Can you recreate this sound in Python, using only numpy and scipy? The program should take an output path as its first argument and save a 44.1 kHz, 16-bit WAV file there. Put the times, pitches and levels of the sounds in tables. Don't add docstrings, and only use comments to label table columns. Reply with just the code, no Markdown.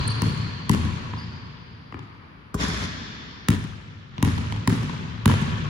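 import sys
import numpy as np
from scipy import signal
from scipy.fft import rfft, irfft, next_fast_len
from scipy.io import wavfile
from scipy.ndimage import uniform_filter1d

SR = 44100
rng = np.random.default_rng(int(sys.argv[2]) if len(sys.argv) > 2 else 0)


def wav_record(signal):
    frames = np.transpose(np.atleast_2d(signal))
    bounded = np.clip(frames, -1, 1)
    quanta = np.round(bounded * 32767).astype(np.int16)
    wavfile.write(sys.argv[1], SR, quanta)


N = 250929
LEAD = SR
PING_RISE_S = .008

# (frequency [Hz], level [dB])
SLAP_SPECTRUM = [(150, -2), (400, 17), (700, 3), (1100, 10.5), (2500, 5), (4500, 0), (7000, -1.5),
                 (9500, -0.5), (13000, -7.5), (15500, -2)]
# (frequency [Hz], level [dB])
KNOCK_SPECTRUM = [(100, 4), (400, 6), (700, -4), (1150, 7.5), (2000, -14), (4500, -16), (7500, -8.5),
                  (15000, -16)]
# (frequency [Hz], level [dB], t60 [s])
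HOLLOW_MODES = [(990, -11, 0.016), (2070, -8.5, 0.012), (2300, -19.5, .024), (3000, -20, 0.029)]


def amp(db):
    return 10 ** (np.asarray(db) / 20)


def unit(x):
    return x / np.sqrt(np.mean(x ** 2) + 1e-20)


def read(points, hz):
    f, value = np.transpose(points)
    return np.interp(np.log(hz + 1), np.log(f + 1), value)


def add(mix, s, sound):
    part = mix[:, max(round(s * SR), 0):][:, :sound.shape[-1]]
    part += sound[..., :part.shape[1]]


def convolve(x, taps):
    return signal.fftconvolve(np.atleast_2d(x), np.atleast_2d(taps), axes=1)


def colour(x, points, size=2048):
    log_gain = np.log(amp(read(points, abs(np.fft.fftfreq(size, 1 / SR)))))
    taps = np.fft.ifft(np.exp(np.conj(signal.hilbert(log_gain)))).real
    return convolve(x, taps[:size // 2])[:, :x.shape[-1]]


def ring(modes, length, wave=np.sin):
    t = np.arange(int(length * SR)) / SR
    return sum(amp(db - 60 * t / t60) * wave(2 * np.pi * hz * t) for hz, db, t60 in modes)


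def diffuse(size, apart_hz=520):
    full = next_fast_len(size)
    mid, side = rfft(rng.standard_normal((2, full)))
    angle = np.pi / 4 * np.tanh(0.16 + np.fft.rfftfreq(full, 1 / SR) / apart_hz)
    pair = mid * np.cos(angle) + np.array([[1], [-1]]) * side * np.sin(angle)
    return irfft(pair, full)[:, :size]


def ventilation(level_db=-51):
    # (frequency [Hz], level [dB])
    air_spectrum = [(15, -53.5), (25, -25), (102, 0), (301, -12), (659, -26), (988, -17.5), (1740, -21),
                    (4870, -36.5), (7110, -55.5), (8360, -74), (11000, -48.5), (16000, -76)]
    return amp(level_db) * unit(colour(diffuse(LEAD + N), air_spectrum))


def hall(x, onset=0.014, build=0.016, patchy_db=2.6, size=120000):
    # (frequency [Hz], level [dB])
    tail_spectrum = [(50, -4), (110, 0.5), (220, -4), (400, -5.5), (700, -2.5), (1000, -2.5), (1800, 0),
                     (4200, 1), (6500, -3.5), (8500, -7.5), (11000, -10.5), (16000, -24)]
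    # (frequency [Hz], t60 [s])
    tail_t60 = [(60, 2.2), (150, 3.17), (400, 2.82), (1000, 3.13), (2500, 3.8), (4500, 3.39), (7000, 1.69),
                (10000, 0.69), (16000, 1.3)]
    hz, t, z = signal.stft(diffuse(size), SR, nperseg=512, noverlap=256)
    t60 = read(tail_t60, hz)[:, None]
    even_energy = np.sqrt(2 * np.log(1000) / (t60 * SR))
    z = z * amp(read(tail_spectrum, hz)[:, None] - 60 * t / t60) * even_energy
    swell = unit(uniform_filter1d(rng.standard_normal(z.shape), size=14, axis=1))
    z = z * unit(amp(patchy_db * swell))
    tail = signal.istft(z, SR, nperseg=512, noverlap=256)[1][:, :size]
    return convolve(x, tail * np.clip((np.arange(size) / SR - onset) / build, 0, 1))


def walls(x, scatter_t60=0.23, scatter_db=2.0, rise=0.025, near=0.47, hard_db=-1.5, hard_t60=.3,
          haze_db=-9, split_hz=600, size=14000):
    # (frequency [Hz], level [dB])
    scatter_spectrum = [(60, -11.5), (200, -3), (400, -1), (1000, -6), (3000, -8), (6000, -8), (10000, -11),
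                        (16000, -14)]
    # (delay [s], level before the scatter spectrum [dB])
    far_echoes = [(0.044, -11.5), (0.0513, -9.5), (0.061, -14.5), (0.079, -18), (0.156, -11.5)]
    reflections, first_s, span_s, range_db = 60, .009, .22, 14

    t = np.arange(size) / SR
    shape = np.clip((t - .016) / rise, near, 1) * amp(-60 * t / scatter_t60)
    clumps = unit(uniform_filter1d(rng.standard_normal(size), size=90))
    shape = shape * amp(5.5 * clumps)
    wash = amp(scatter_db) * diffuse(size) * shape / np.linalg.norm(shape)

    hard = np.zeros((2, size))
    for when, weakness, left, right in rng.uniform(size=(reflections, 4)):
        s = first_s + when * span_s
        at = round(s * SR) + (np.array([left, right]) * 24).astype(int)
        level = min(s / (0.014 + rise), 1) * amp(-range_db * weakness - 60 * s / hard_t60)
        hard[[0, 1], np.clip(at, 0, size - 1)] += level
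    hard *= amp(hard_db) / np.linalg.norm(hard[0])

    bass = signal.lfilter(*signal.butter(2, split_hz, fs=SR), wash)
    treble = signal.lfilter(*signal.butter(2, split_hz, "highpass", fs=SR), hard + amp(haze_db) * wash)
    spray = bass + treble
    for s, db in far_echoes:
        at = round((s + rng.uniform(-.002, .002)) * SR) + rng.integers(-12, 13, 2)
        spray[[0, 1], np.clip(at, 0, size - 1)] += amp(db)
    taps = colour(spray, scatter_spectrum)
    taps[:, 0] += 1
    return convolve(x, taps)


def crack(decay, spectrum=SLAP_SPECTRUM, size=20000):
    shape = np.exp(-np.arange(size) / SR / decay)
    burst = diffuse(size) * shape
    even = np.linalg.norm(shape) / np.linalg.norm(burst, axis=1, keepdims=True)
    return colour(burst * even, spectrum)


def click(spectrum, size=20000):
    return colour(signal.unit_impulse(size), spectrum)[0]


def ticks(per_s, size):
    struck = rng.random(size) < per_s / SR
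    return struck * rng.choice([-1, 1], size) * rng.uniform(.3, 1, size)


def thump(depth_db=0, squash_s=0.00816, squash_width=0.0033, squash_hz=205, squash_db=-10,
          board_s=0.0052, swing_s=0.0061, pivot_hz=130, size=20000):
    # (frequency [Hz], level [dB], t60 [s])
    board_modes = [(59.3, -38, 0.33), (91.1, -27.5, 0.72), (112.6, -12.5, 0.21), (143.5, -20, 0.3),
                   (168.8, -29.5, 0.51), (215.4, -19.5, 0.061), (253.7, -20, 0.12), (409.6, -31, .12)]
    t = np.arange(size) / SR - squash_s
    push = amp(squash_db) * np.exp(-(t / squash_width) ** 2) * np.cos(2 * np.pi * squash_hz * t)
    spot = rng.uniform(0.909, 1.03, len(board_modes))
    modes = [(hz * k, db - depth_db * np.log2(hz / pivot_hz), t60)
             for (hz, db, t60), k in zip(board_modes, spot)]
    swing_in = 1 - np.exp(-np.arange(size) / SR / swing_s)
    boards = ring(modes, .5)[:size] * swing_in
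    return push + np.pad(boards, (round(board_s * SR), 0))[:size]


def squeaks(third_db=-22, hall_db=1.5, hall_octave_db=-7, lag_rad=0.72, jitter=.022, rough_db=2.6):
    # (time [s], length [s], mid pitch [Hz], fall [share of pitch], level [dB],
    #                  octave overtone [dB relative to the whistle])
    slips = [(-.13, 0.069, 4267, 0.1192, -32.5, -30), (-.05, 0.033, 4680, 0.1, -34.5, -25),
             (0.075, 0.0094, 4406, 0.092, -34, 8), (0.098, 0.013, 4490, 0.055, -35.5, -6),
             (0.104, 0.025, 4360, 0.05, -36, -10), (1.166, 0.057, 4650, 0.023, -49, -27),
             (1.176, 0.032, 5010, 0.0453, -50.5, -24), (1.208, .045, 4920, 0.014, -49, -32)]
    out, sent = np.zeros((2, 2, LEAD + N))
    for s, length, hz, fall, db, octave_db in slips:
        u = np.linspace(0, 1, int(length * SR))
        shake, grip = unit(uniform_filter1d(rng.standard_normal((2, len(u))), size=90))
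        phase = 2 * np.pi * np.cumsum(hz * (1 + jitter * shake - fall * (u - .5))) / SR
        level = amp(db) * unit(amp(rough_db * grip)) * signal.windows.tukey(len(u), .5)
        pair = phase - np.array([[0], [lag_rad]])
        overtones = amp(octave_db) * (np.sin(2 * pair) + amp(third_db) * np.sin(3 * pair))
        add(out, s + LEAD / SR, level * (np.sin(pair) + overtones))
        hall_octave = amp(hall_octave_db + octave_db) * np.sin(2 * phase)
        add(sent, s + LEAD / SR, level * (np.sin(phase) + hall_octave))
    return out + amp(hall_db) * hall(sent[0])[:, :LEAD + N]


def pats(tap_db=-12, spread_db=2, hall_db=-2, wall_s=0.038, wall_db=-12):
    # (time [s], tap before tap_db or spread_db [dB], thud [dB], low-pass edge [Hz], hollow knock [dB])
    contacts = [(0.837, -24, -16, 4970, -53), (1.137, -8.5, -19.5, 2270, -37),
                (1.992, -20, -28.5, 6800, -58), (4.181, -11, -17.5, 4980, -29.5),
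                (4.204, -21, -44, 4540, -44), (4.379, -13, -33.5, 6960, -49),
                (4.524, -10, -20.5, 8550, -26), (4.896, -12, -21.5, 4980, -57)]
    # (frequency [Hz], level [dB])
    pat_spectrum = [(150, 8), (400, 0), (650, -4.5), (1000, 13.5), (1500, -15), (2100, -3), (3500, -0.5),
                    (7000, -11), (15000, -10)]
    out, sent = np.zeros((2, 2, LEAD + N))
    for s, db, thud_db, edge_hz, knock_db in contacts:
        at = s + LEAD / SR
        dull = signal.butter(3, edge_hz, fs=SR)
        thud = amp(thud_db) * thump()
        tap = amp(tap_db + db) * signal.lfilter(*dull, crack(decay=0.0015, spectrum=pat_spectrum))
        pat = tap + thud + amp(knock_db) * ring(HOLLOW_MODES, .5)[:len(thud)]
        add(out, at, walls(pat))
        add(out, at + wall_s, amp(wall_db) * pat)
        add(sent, at, amp(spread_db + db) * signal.lfilter(*dull, click(pat_spectrum)) + thud)
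    return out + amp(hall_db) * hall(sent[0])[:, :LEAD + N]


def landing(knock_db=-4, spread_db=2, hall_db=-2, wall_s=0.027, wall_db=-16):
    # (time [s], slap [dB], thud [dB])
    soles = [(1.9244, -28.5, -32), (1.9431, -26.5, -24)]
    # (frequency [Hz], level [dB])
    sole_spectrum = [(150, 3.5), (400, 8.5), (670, -0.5), (1140, 11.5), (1580, -2.5), (2120, 3), (3100, -4),
                     (3600, -17), (6400, -33), (15000, -42)]
    out, sent = np.zeros((2, 2, LEAD + N))
    for s, slap_db, thud_db in soles:
        at = s + LEAD / SR
        knock = amp(knock_db) * ring(HOLLOW_MODES, .5)[:20000]
        slap = amp(slap_db) * (crack(decay=0.0019, spectrum=sole_spectrum) + knock)
        thud = amp(thud_db) * thump(squash_s=.0055, squash_hz=250, board_s=.003)
        add(out, at, walls(slap + thud))
        add(out, at + wall_s, amp(wall_db) * slap)
        add(sent, at, amp(spread_db) * slap + thud)
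    return out + amp(hall_db) * hall(sent[0])[:, :LEAD + N]


def rattle(per_s=360, level_db=-23, t60=0.93, edge_hz=1400, size=22000):
    chatter = ticks(per_s, size) * amp(level_db - 60 * np.arange(size) / SR / t60)
    dull = signal.butter(3, edge_hz, fs=SR)
    return signal.lfilter(*dull, convolve(chatter, crack(decay=0.0021, spectrum=KNOCK_SPECTRUM)))


def twangs(size, per_s=30, t60=.025, count=70, low_hz=250, high_hz=7000):
    total = 0
    for hz in np.linspace(low_hz, high_hz, count):
        side_signs = rng.choice([-1, 1], (2, 1))
        total = total + side_signs * convolve(ticks(per_s, size), ring([(hz, 0, t60)], .1))[:, :size]
    return total


def swish(before=.06, length=.5, in_s=2.605, hold_s=0.24, level_db=-35, snap_share=.45, cords_low_hz=109):
    # (frequency [Hz], level [dB])
    cord_spectrum = [(100, 8.5), (300, 6.5), (600, -5.5), (1000, -0.5), (1900, 0.5), (2750, -5.5),
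                     (3450, -3), (4000, -5.5), (5250, -5.5), (6400, -9), (7300, -9), (8500, -16),
                     (10500, -16.5), (13500, -32), (15500, -44)]
    # (time [s], level [dB], half-width to 1/e of the dB [s])
    surges = [(2.634, 4.5, 0.034), (2.755, 3, 0.031), (2.842, 5.5, 0.032)]
    rise, sag, release = 512.5, 29.5, 183
    t = np.arange(-before, length, 1 / SR)
    slope_db = (rise * np.minimum(t, 0) - sag * np.maximum(t, 0)
                - release * np.maximum(t - hold_s, 0))
    surge_db = sum(db * np.exp(-((in_s + t - s) / width) ** 2) for s, db, width in surges)
    jerks = amp(2.0 * unit(uniform_filter1d(rng.standard_normal(len(t)), size=200)))
    rub = unit(colour(diffuse(len(t)) * jerks, cord_spectrum))
    snaps = unit(colour(twangs(len(t)), cord_spectrum))
    blend = np.sqrt(1 - snap_share) * rub + np.sqrt(snap_share) * snaps
    light = signal.butter(2, cords_low_hz, "highpass", fs=SR)
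    rasp = unit(signal.lfilter(*light, blend))
    return in_s - before, rasp * amp(level_db + slope_db + surge_db)


def basket(hall_db=-1, thud_decay=0.015, tap_db=-11, tap_per_db=1.86):
    # (time [s], force [dB])
    knocks = [(2.543, -5.5), (2.608, -12.5), (2.635, -15), (2.682, -10), (2.731, -16), (2.775, -17.5),
              (2.821, -14)]
    # (frequency [Hz], level [dB], t60 [s])
    hoop_modes = [(61, -59, 1.5), (87, -59.5, 1.1), (162, -63, .45), (205, -59, .45), (410, -54, .2),
                  (1000, -49.5, .1), (1550, -53, .15), (1805, -52, .16), (2395, -53, .17),
                  (3250, -48.5, .2), (3495, -47, .22), (3607, -53, .2), (4140, -54, .17), (4441, -55, .15),
                  (4615, -52, .15), (5240, -49, .2), (5497, -52, .18), (5906, -52, .18), (6483, -55, .17),
                  (6706, -54, .17), (7013, -52, .17), (7439, -54, .15)]
    out = np.zeros((2, LEAD + N))
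    for s, force_db in knocks:
        thud = thump()
        thud *= np.exp(-np.arange(len(thud)) / SR / thud_decay)
        tap = amp(tap_db + tap_per_db * force_db) * crack(decay=0.0068, spectrum=KNOCK_SPECTRUM)
        add(out, s + LEAD / SR, tap + amp(force_db) * thud)
    add(out, knocks[0][0] + LEAD / SR, rattle())
    start, rasp = swish()
    add(out, start + LEAD / SR, rasp)
    out = out + convolve(out, ring(hoop_modes, 1.0, np.cos))[:, :LEAD + N]
    return out + amp(hall_db) * hall(out[0])[:, :LEAD + N]


def ping(swell_s=0.0019, width=0.003, hz=1020, fall=0.037, level_db=-17, size=20000):
    t = np.arange(size) / SR - PING_RISE_S
    pitch = hz * np.exp(-np.clip(t, -.01, .01) / fall)
    swell = np.exp(-abs(t) / np.where(t < 0, swell_s, width))
    return amp(level_db) * swell * np.sin(2 * np.pi * np.cumsum(pitch) / SR)


def bounces(crack_db=-14, echo_gain_db=-11, round_s=0.001055, again_db=-3, fresh_db=-4, spread_db=3, count=4):
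    # (time [s], force [dB], hall [dB], roof echo [dB], left over right [dB], nearest wall's echo delay [s],
    #  its slap [dB], depth of the boards' note [dB per octave], shell's ping before its own level [dB],
    #  ping's peak delay [s])
    hits = [(-.24, 0.5, 3, -10, -4, 0.023, -9, -4.5, -0.5, .002),
            (0.2196, -6.5, 2.5, -12, 0.5, 0.017, -13, 0, -13, 0.013),
            (0.6946, -1.5, 0.5, -14, 2.5, .0197, -8, -1, -3.5, 0.00414),
            (3.4854, -0.5, -2.5, -20, 2, 0.018, -8, 1, -13.5, 0.0024),
            (4.2266, -3, 1, -23, 0, .0216, -8, 1.5, -11, .010),
            (4.6753, -2.5, 0.5, -18, -0.5, 0.021, -12, -2, -10, .003),
            (5.2575, 0, 1.3, -1, -1.5, .0203, -6.5, 0, -3.5, 0.00116)]
    # (frequency [Hz], level [dB], t60 [s])
    ball_modes = [(1800, -26.5, 0.015), (3370, -15, 0.0024), (988, -48, 0.45), (1390, -44, 0.32),
                  (2085, -64, 0.19), (2400, -47, 0.13), (3100, -48, 0.42)]
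    # (time [s], level before echo_gain_db and the bounce's force [dB])
    slapbacks = [(0.2592, -22), (.2965, -16), (.735, -11), (.739, -8), (.7485, -6), (0.7756, -26),
                 (3.5205, -14), (3.5373, -16), (3.546, -17), (3.552, -13), (3.651, -20), (4.2516, -12),
                 (4.259, -19), (4.266, -16), (4.2773, -15), (4.287, -16), (4.378, -22), (4.3847, -17),
                 (4.702, -10), (4.727, -17), (4.7376, -21), (4.762, -18.5), (4.8308, -22), (5.293, -15),
                 (5.2985, -10.5), (5.3039, -13), (5.3153, -8), (5.324, -18), (5.34, -9)]
    ring_base_db, ring_per_db = -2, 4.5
    thump_base_db, thump_per_db = -1, 0.86
    wall_thump_db, roof_s, slapback_within_s = -13, 0.04, .2

    out = np.zeros((2, LEAD + N))
    for s, force_db, hall_db, roof_db, pan_db, wall_s, wall_db, depth_db, ping_db, ping_s in hits:
        at, pan = s + LEAD / SR, amp([[pan_db / 2], [-pan_db / 2]])
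        contact = crack(decay=0.00051)
        slap = contact.copy()
        add(slap, round_s, amp(fresh_db) * crack(decay=0.0014))
        for k in range(1, count):
            contact = amp(again_db) * uniform_filter1d(contact, size=5)
            add(slap, k * round_s, contact)
        slap = amp(crack_db + force_db) * slap

        shell = amp(ping_db) * ping()
        boom = amp(thump_base_db + thump_per_db * force_db) * thump(depth_db)
        air = amp(ring_base_db + ring_per_db * force_db) * ring(ball_modes, .5)[:len(shell)]
        body = boom + air
        add(out, at, pan * walls(slap + body))
        add(out, at + wall_s, pan * (amp(wall_db) * slap + amp(wall_thump_db) * body))
        for echo_s, echo_db in slapbacks:
            if 0 < echo_s - s < slapback_within_s:
                echo = uniform_filter1d(crack(decay=0.00061), size=5)
                add(out, echo_s + LEAD / SR, amp(echo_gain_db + force_db + echo_db) * echo)

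        ping_at = at + ping_s - PING_RISE_S
        add(out, ping_at, pan * shell)
        add(out, ping_at + roof_s, amp(roof_db) * shell)
        sent = amp(spread_db + force_db) * click(SLAP_SPECTRUM) + body + shell
        add(out, at, amp(hall_db) * hall(sent))
    return out


def scene():
    court = ventilation() + squeaks() + pats() + landing() + basket() + bounces()
    return court[:, LEAD:]


def record(dry, edge_hz=16400):
    # (frequency [Hz], level [dB])
    overall_tone = [(10, -47), (25, -32.5), (40, -0.5), (60, 6), (90, -1.5), (7500, -2), (8500, -14),
                    (10000, 0.5), (11500, -2.5), (13500, -10), (15500, -7)]
    # (frequency [Hz], side gain [dB])
    side_gain = [(300, -1.5), (600, 4), (5300, -1), (6500, 0.5), (7400, -3), (8500, 19.5), (9200, 4),
                 (10000, -2), (10800, -9.5), (12200, -2), (13400, 13), (14300, -1), (15500, -9)]
    # (frequency [Hz], level difference [dB])
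    balance = [(60, 3), (250, 0.5), (600, 5), (1200, 3), (2500, 1), (5000, -1), (10000, -0.5)]
    # (time [s], level [dB])
    level_moves = [(3.501, 5.5), (3.801, -0.5), (4.1, -0.5), (4.199, 6.5)]
    hz = np.fft.rfftfreq(2 * 2 ** 18, 1 / SR)
    halves = np.array([[.5], [-.5]])
    left, right = rfft(colour(dry, overall_tone, size=16384), 2 * (len(hz) - 1))
    pair = (left + right) / 2 + halves * (left - right) * amp(read(side_gain, hz))
    heard = irfft(pair * amp(halves * read(balance, hz)))[:, :N]
    faded = heard * amp(np.interp(np.arange(N) / SR, *np.transpose(level_moves)))
    low_pass = signal.firwin(255, edge_hz, window=("kaiser", 9), fs=SR)
    return signal.oaconvolve(faded, low_pass[None], "same")


dry = scene()
out = record(dry)
wav_record(out)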